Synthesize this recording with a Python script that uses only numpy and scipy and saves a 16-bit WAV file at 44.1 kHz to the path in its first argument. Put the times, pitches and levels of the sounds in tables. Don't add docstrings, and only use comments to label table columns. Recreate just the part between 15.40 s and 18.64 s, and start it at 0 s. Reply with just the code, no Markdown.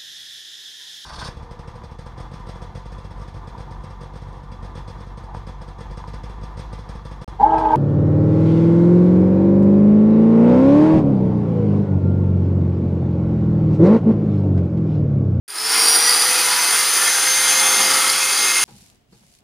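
import sys
import numpy as np
from scipy import signal
from scipy.io import wavfile
from scipy.ndimage import uniform_filter1d, map_coordinates

SR = 44100
rng = np.random.default_rng(int(sys.argv[2]) if len(sys.argv) > 2 else 0)


def persist_wave(psi):
    counts = np.round(np.clip(psi, -1, 1) * 32767).astype(np.int16)
    wavfile.write(sys.argv[1], SR, np.atleast_2d(counts).T)


def ratio(d):
    e = np.asarray(d, float) / 20
    return 10 ** e


N = 142884

# time in seconds, roar in dB, guard ring in dB,
# brightness in dB, low body in dB.
MOTOR = [(.085, -40, -1, 5, -1), (.16, -30.5, 4, 2.5, 6.5), (.25, -23.5, 1, 1, -0.5),
         (.34, -18.5, 6.5, 1.5, 4), (.5, -19, 8.5, 5.5, 3), (.7, -19, 8.5, 3, 1.5), (.9, -18, 4.5, 2, 0.5),
         (1.1, -18.5, 2.5, 1, 0.5), (1.35, -18.5, -1, 1, 0), (1.6, -18, -2, 1, 1),
         (1.85, -18, -11, -0.5, -1.5), (2.1, -16.5, -6, -0.5, -4), (2.3, -17.5, -11, 1, 3),
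         (2.55, -17.5, 1.5, -1.5, 2), (2.8, -18, -4, -2, -2), (3.0, -18.5, 0.5, -0.5, -1),
         (3.24, -17, -3, -2, -5)]
# centre in Hz, width in Hz, level in dB.
HOUSING = [(398, 242, -8), (838, 137, -2.5), (986, 106, -4.5), (1259, 375, 0.5), (1770, 150, -5.5),
           (2093, 100, -3.5), (2546, 93, -7), (3334, 350, -1), (4785, 500, 3), (7340, 840, 5.5),
           (9440, 860, 8), (9945, 1450, 3), (11100, 430, -12), (15200, 700, -11)]
# frequency in Hz, level in dB per Hz.
AIR = [(35, -61), (60, -17), (570, -13), (1320, 2.5), (4010, -3), (4820, 3.5), (7860, -10), (9460, -1.5),
       (15400, -12.5)]
# time in seconds, unbalance in dB, second pinion harmonic in dB.
TURN = [
    (.1, 0, 0),
    (.5, 2, 0),
    (1.15, -1, -8),
    (1.3, -9, -9),
    (1.9, -5, -8),
    (2.3, 2, 2),
    (2.75, 0, 2),
    (2.95, -7, -4),
    (3.24, -8, -5),
]
# time in seconds, extra path in m.
DOOR = [
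    (0, 1.13),
    (1.0, 0.72),
    (2.0, 0.44),
    (3.24, 0.24),
]
# delay in seconds, level in dB.
WALLS = [(.0043, -17), (.0071, -24.5), (.0118, -20.5), (.0173, -11), (0.025, -26.5)]
# time in seconds, pinion in dB, fan in dB.
WHINE = [(.1, -52, -55), (.19, -31, -42), (.52, -24, -63), (.68, -26, -27), (.76, -33, -39),
         (.92, -28, -30), (.99, -33, -40), (1.04, -25.5, -48), (1.14, -35, -44), (1.22, -26.5, -40),
         (1.4, -30, -32), (1.55, -25, -38), (2.2, -20.5, -26), (2.45, -24, -28.5), (2.6, -35, -30),
         (2.85, -32, -30), (2.95, -25.5, -32), (3.24, -23, -27.5)]
# multiple of the shaft, level in dB.
ROTOR = [(1, -38), (3, -50), (5, -50), (11, -46), (13, -50), (24, -44)]
# time in seconds, echo strength 0-1.
FLOOR_ECHO = [
    (0, .2),
    (.3, .55),
    (.7, .45),
    (.9, 0),
    (3.24, 0),
]
# time in seconds, peak in dB.
KNOCKS = [(0.0864, -32), (0.1024, -19), (0.1565, -10), (0.184, -10), (0.483, 3), (0.7064, 0), (0.8205, 0),
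          (2.168, -43), (2.1966, -2), (2.4485, -3), (2.54, -5), (2.698, 2), (2.8294, -4), (3.03, -5)]
# start in seconds, length in seconds, frequency in Hz, level in dB.
DISC = [
    (0.884, 0.16, 2515, -28.5),
    (0.995, 0.34, 987, -30.5),
    (1.05, .25, 1770, -31.5),
    (1.554, 0.23, 1770, -30),
    (1.65, 0.36, 1585, -33),
    (2.35, 0.14, 223, -39.5),
    (2.444, 0.33, 1310, -26.5),
    (2.72, 0.13, 2540, -28),
    (2.74, 0.1, 1457, -27),
    (2.95, 0.17, 2545, -32.5),
]
# centre in Hz, width in Hz, depth 0-1.
MIC_DIPS = [(7640, 1170, 0.64), (11940, 1040, 0.42), (560, 270, 0.17)]

FULL_ROAR_DB, HOUSING_DB, AIR_DB, RUMBLE_DB = -18.5, -0.5, -3, -66
RATTLES_PER_S, RATTLE_SPREAD_DB, RATTLE_DB = 900, 3, -4
DOOR_DB, SOUND_M_PER_S = -18, 343
TOP_HZ, LAG_HZ, LAG_S, SURGE_HZ, SURGE_S = 530.3, 130.5, .62, 27, .125
PINION_TEETH, FAN_MULTIPLE, FLOOR_LAG_S = 12, 4, .007576
CHATTER_DB, CHATTER_PER_S = -30, 430
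KNOCK_DB, KNOCK_S = -11, .0013
DISC_WIDTH_HZ = 17
START_S, FADE_S, MIC_LOW_HZ, MIC_TOP_HZ, HEADROOM = 0.0787, 0.0017, 85, 15500, 1.6


def level(x, db):
    return x * ratio(db) / np.sqrt(np.mean(x ** 2))


def curve(table, col):
    table = np.array(table)
    return np.interp(np.arange(N) / SR, table[:, 0], table[:, col])


def walk(rate_hz):
    hold = int(SR / rate_hz)
    steps = np.repeat(rng.standard_normal(N // hold + 1), hold)
    return 1.18 * uniform_filter1d(uniform_filter1d(steps, hold), hold)[:N]


def ring(x, hz, width_hz):
    return signal.lfilter(*signal.iirpeak(hz, hz / width_hz, SR), x)


def ring_twice(x, hz, width_hz):
    return ring(ring(x, hz, width_hz), hz, width_hz)


def facing_db(hz):
    if hz > 8000:
        return curve(MOTOR, col=3)
    if 4000 < hz < 5500:
        return curve(MOTOR, col=2)
    return curve(MOTOR, col=4) * (hz < 1600)


def housing():
    chance = rng.random((3, N))
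    size_db = np.minimum(-RATTLE_SPREAD_DB * np.log(chance[1] + 1e-9), 14)
    hits = (chance[0] < RATTLES_PER_S / SR) * ratio(size_db) * np.sign(chance[2] - .5)
    drive = rng.standard_normal(N) + level(hits, RATTLE_DB)
    drive = drive * ratio(0.98 * walk(8.8) + 1.23 * walk(70))
    out = 0
    for hz, width_hz, db in HOUSING:
        wander_db = (.8 if hz > 4000 else 1.3) * walk(5)
        mode = level(ring_twice(drive, hz, 1.095 * width_hz), 0)
        out = out + ratio(db + wander_db + facing_db(hz)) * mode
    return level(out, HOUSING_DB)


def air():
    out, gust, spectrum = 0, walk(5.61), np.array(AIR)
    for hz in 30 * 2 ** np.arange(0, 9.2, 1 / 3):
        band = ring_twice(rng.standard_normal(N), hz, hz / 3)
        db = np.interp(np.log(hz), np.log(spectrum[:, 0]), spectrum[:, 1])
        db = db + .5 * gust + 0.96 * walk(12)
        if hz < 700:
            db = db + .5 * curve(TURN, col=1)
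        if hz > 10000:
            db = db + curve(MOTOR, col=3)
        out = out + ratio(db) * band
    return level(out, AIR_DB)


def porch(roar):
    heard_at = np.arange(N) - curve(DOOR, col=1) / SOUND_M_PER_S * SR
    roar = roar + ratio(DOOR_DB) * map_coordinates(roar, [heard_at], mode="mirror")
    return roar + sum(ratio(db) * np.roll(roar, int(s * SR)) for s, db in WALLS)


def whine():
    t = np.arange(N) / SR
    shaft_hz = TOP_HZ - LAG_HZ * np.exp(-t / LAG_S) - SURGE_HZ * np.exp(-t / SURGE_S)
    turns = np.cumsum(shaft_hz + .15 * walk(30)) / SR

    def tone(multiple, db):
        return np.sqrt(2) * ratio(db) * np.sin(2 * np.pi * (multiple * turns + rng.random()))

    pinion = tone(PINION_TEETH, curve(WHINE, col=1) + 1.8 * walk(35))
    pinion = pinion + curve(FLOOR_ECHO, col=1) * np.roll(pinion, round(FLOOR_LAG_S * SR))
    fan = tone(FAN_MULTIPLE, curve(WHINE, col=2) - .5 + 2.8 * walk(80))
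    roar_rise_db = curve(MOTOR, col=1) - FULL_ROAR_DB
    chatter_db = CHATTER_DB + roar_rise_db + .5 * curve(TURN, col=2)
    out = pinion + fan + walk(CHATTER_PER_S) * tone(PINION_TEETH, chatter_db)
    for multiple, db in ROTOR:
        if multiple == 1:
            turn_db = curve(TURN, col=1)
        elif multiple == 2 * PINION_TEETH:
            turn_db = curve(TURN, col=2)
        else:
            turn_db = 4.4 * walk(9.2)
        out = out + tone(round(multiple), db + roar_rise_db + turn_db + 1.5 * walk(20))
    return out


def knocks():
    out, t = np.zeros(N), np.arange(300) / SR
    envelope = np.e * t / KNOCK_S * np.exp(-t / KNOCK_S)
    for s, db in KNOCKS:
        i = int(s * SR)
        out[i:i + 300] += ratio(db + KNOCK_DB) * rng.standard_normal(300) * envelope
    return 3 * ring_twice(out, 4800, 1200) + 3 * ring_twice(out, 9500, 1500)


def disc():
    out, t = 0, np.arange(N) / SR
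    for s, length_s, hz, db in DISC:
        swell = np.sin(np.pi * np.clip((t - s) / length_s, 0, 1))
        out = out + swell * level(ring(rng.standard_normal(N), hz, DISC_WIDTH_HZ), db)
    return out


def rumble():
    return level(ring(rng.standard_normal(N), 30, 25), RUMBLE_DB)


def scene():
    roar = level(porch(housing() + air()), 3.01) * ratio(curve(MOTOR, col=1))
    mono = roar + whine() + knocks() + disc() + rumble()
    return np.array([mono, mono])


def roll_off(x):
    return signal.sosfilt(signal.butter(12, 16600, fs=SR, output="sos"), x)


def record(dry):
    for hz, width_hz, depth in MIC_DIPS:
        dry = dry - np.clip(depth, 0, 1) * ring(dry, hz, width_hz)
    gate = np.clip((np.arange(N) / SR - START_S) / FADE_S, 0, 1)
    rounded = HEADROOM * np.tanh(dry * gate / HEADROOM)
    low = signal.butter(2, MIC_LOW_HZ, "high", fs=SR, output="sos")
    top = signal.ellip(14, .3, 100, MIC_TOP_HZ, fs=SR, output="sos")
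    mix = signal.sosfilt(np.vstack([low, top]), rounded)
    return roll_off(mix)


dry = scene()
out = record(dry)
persist_wave(out)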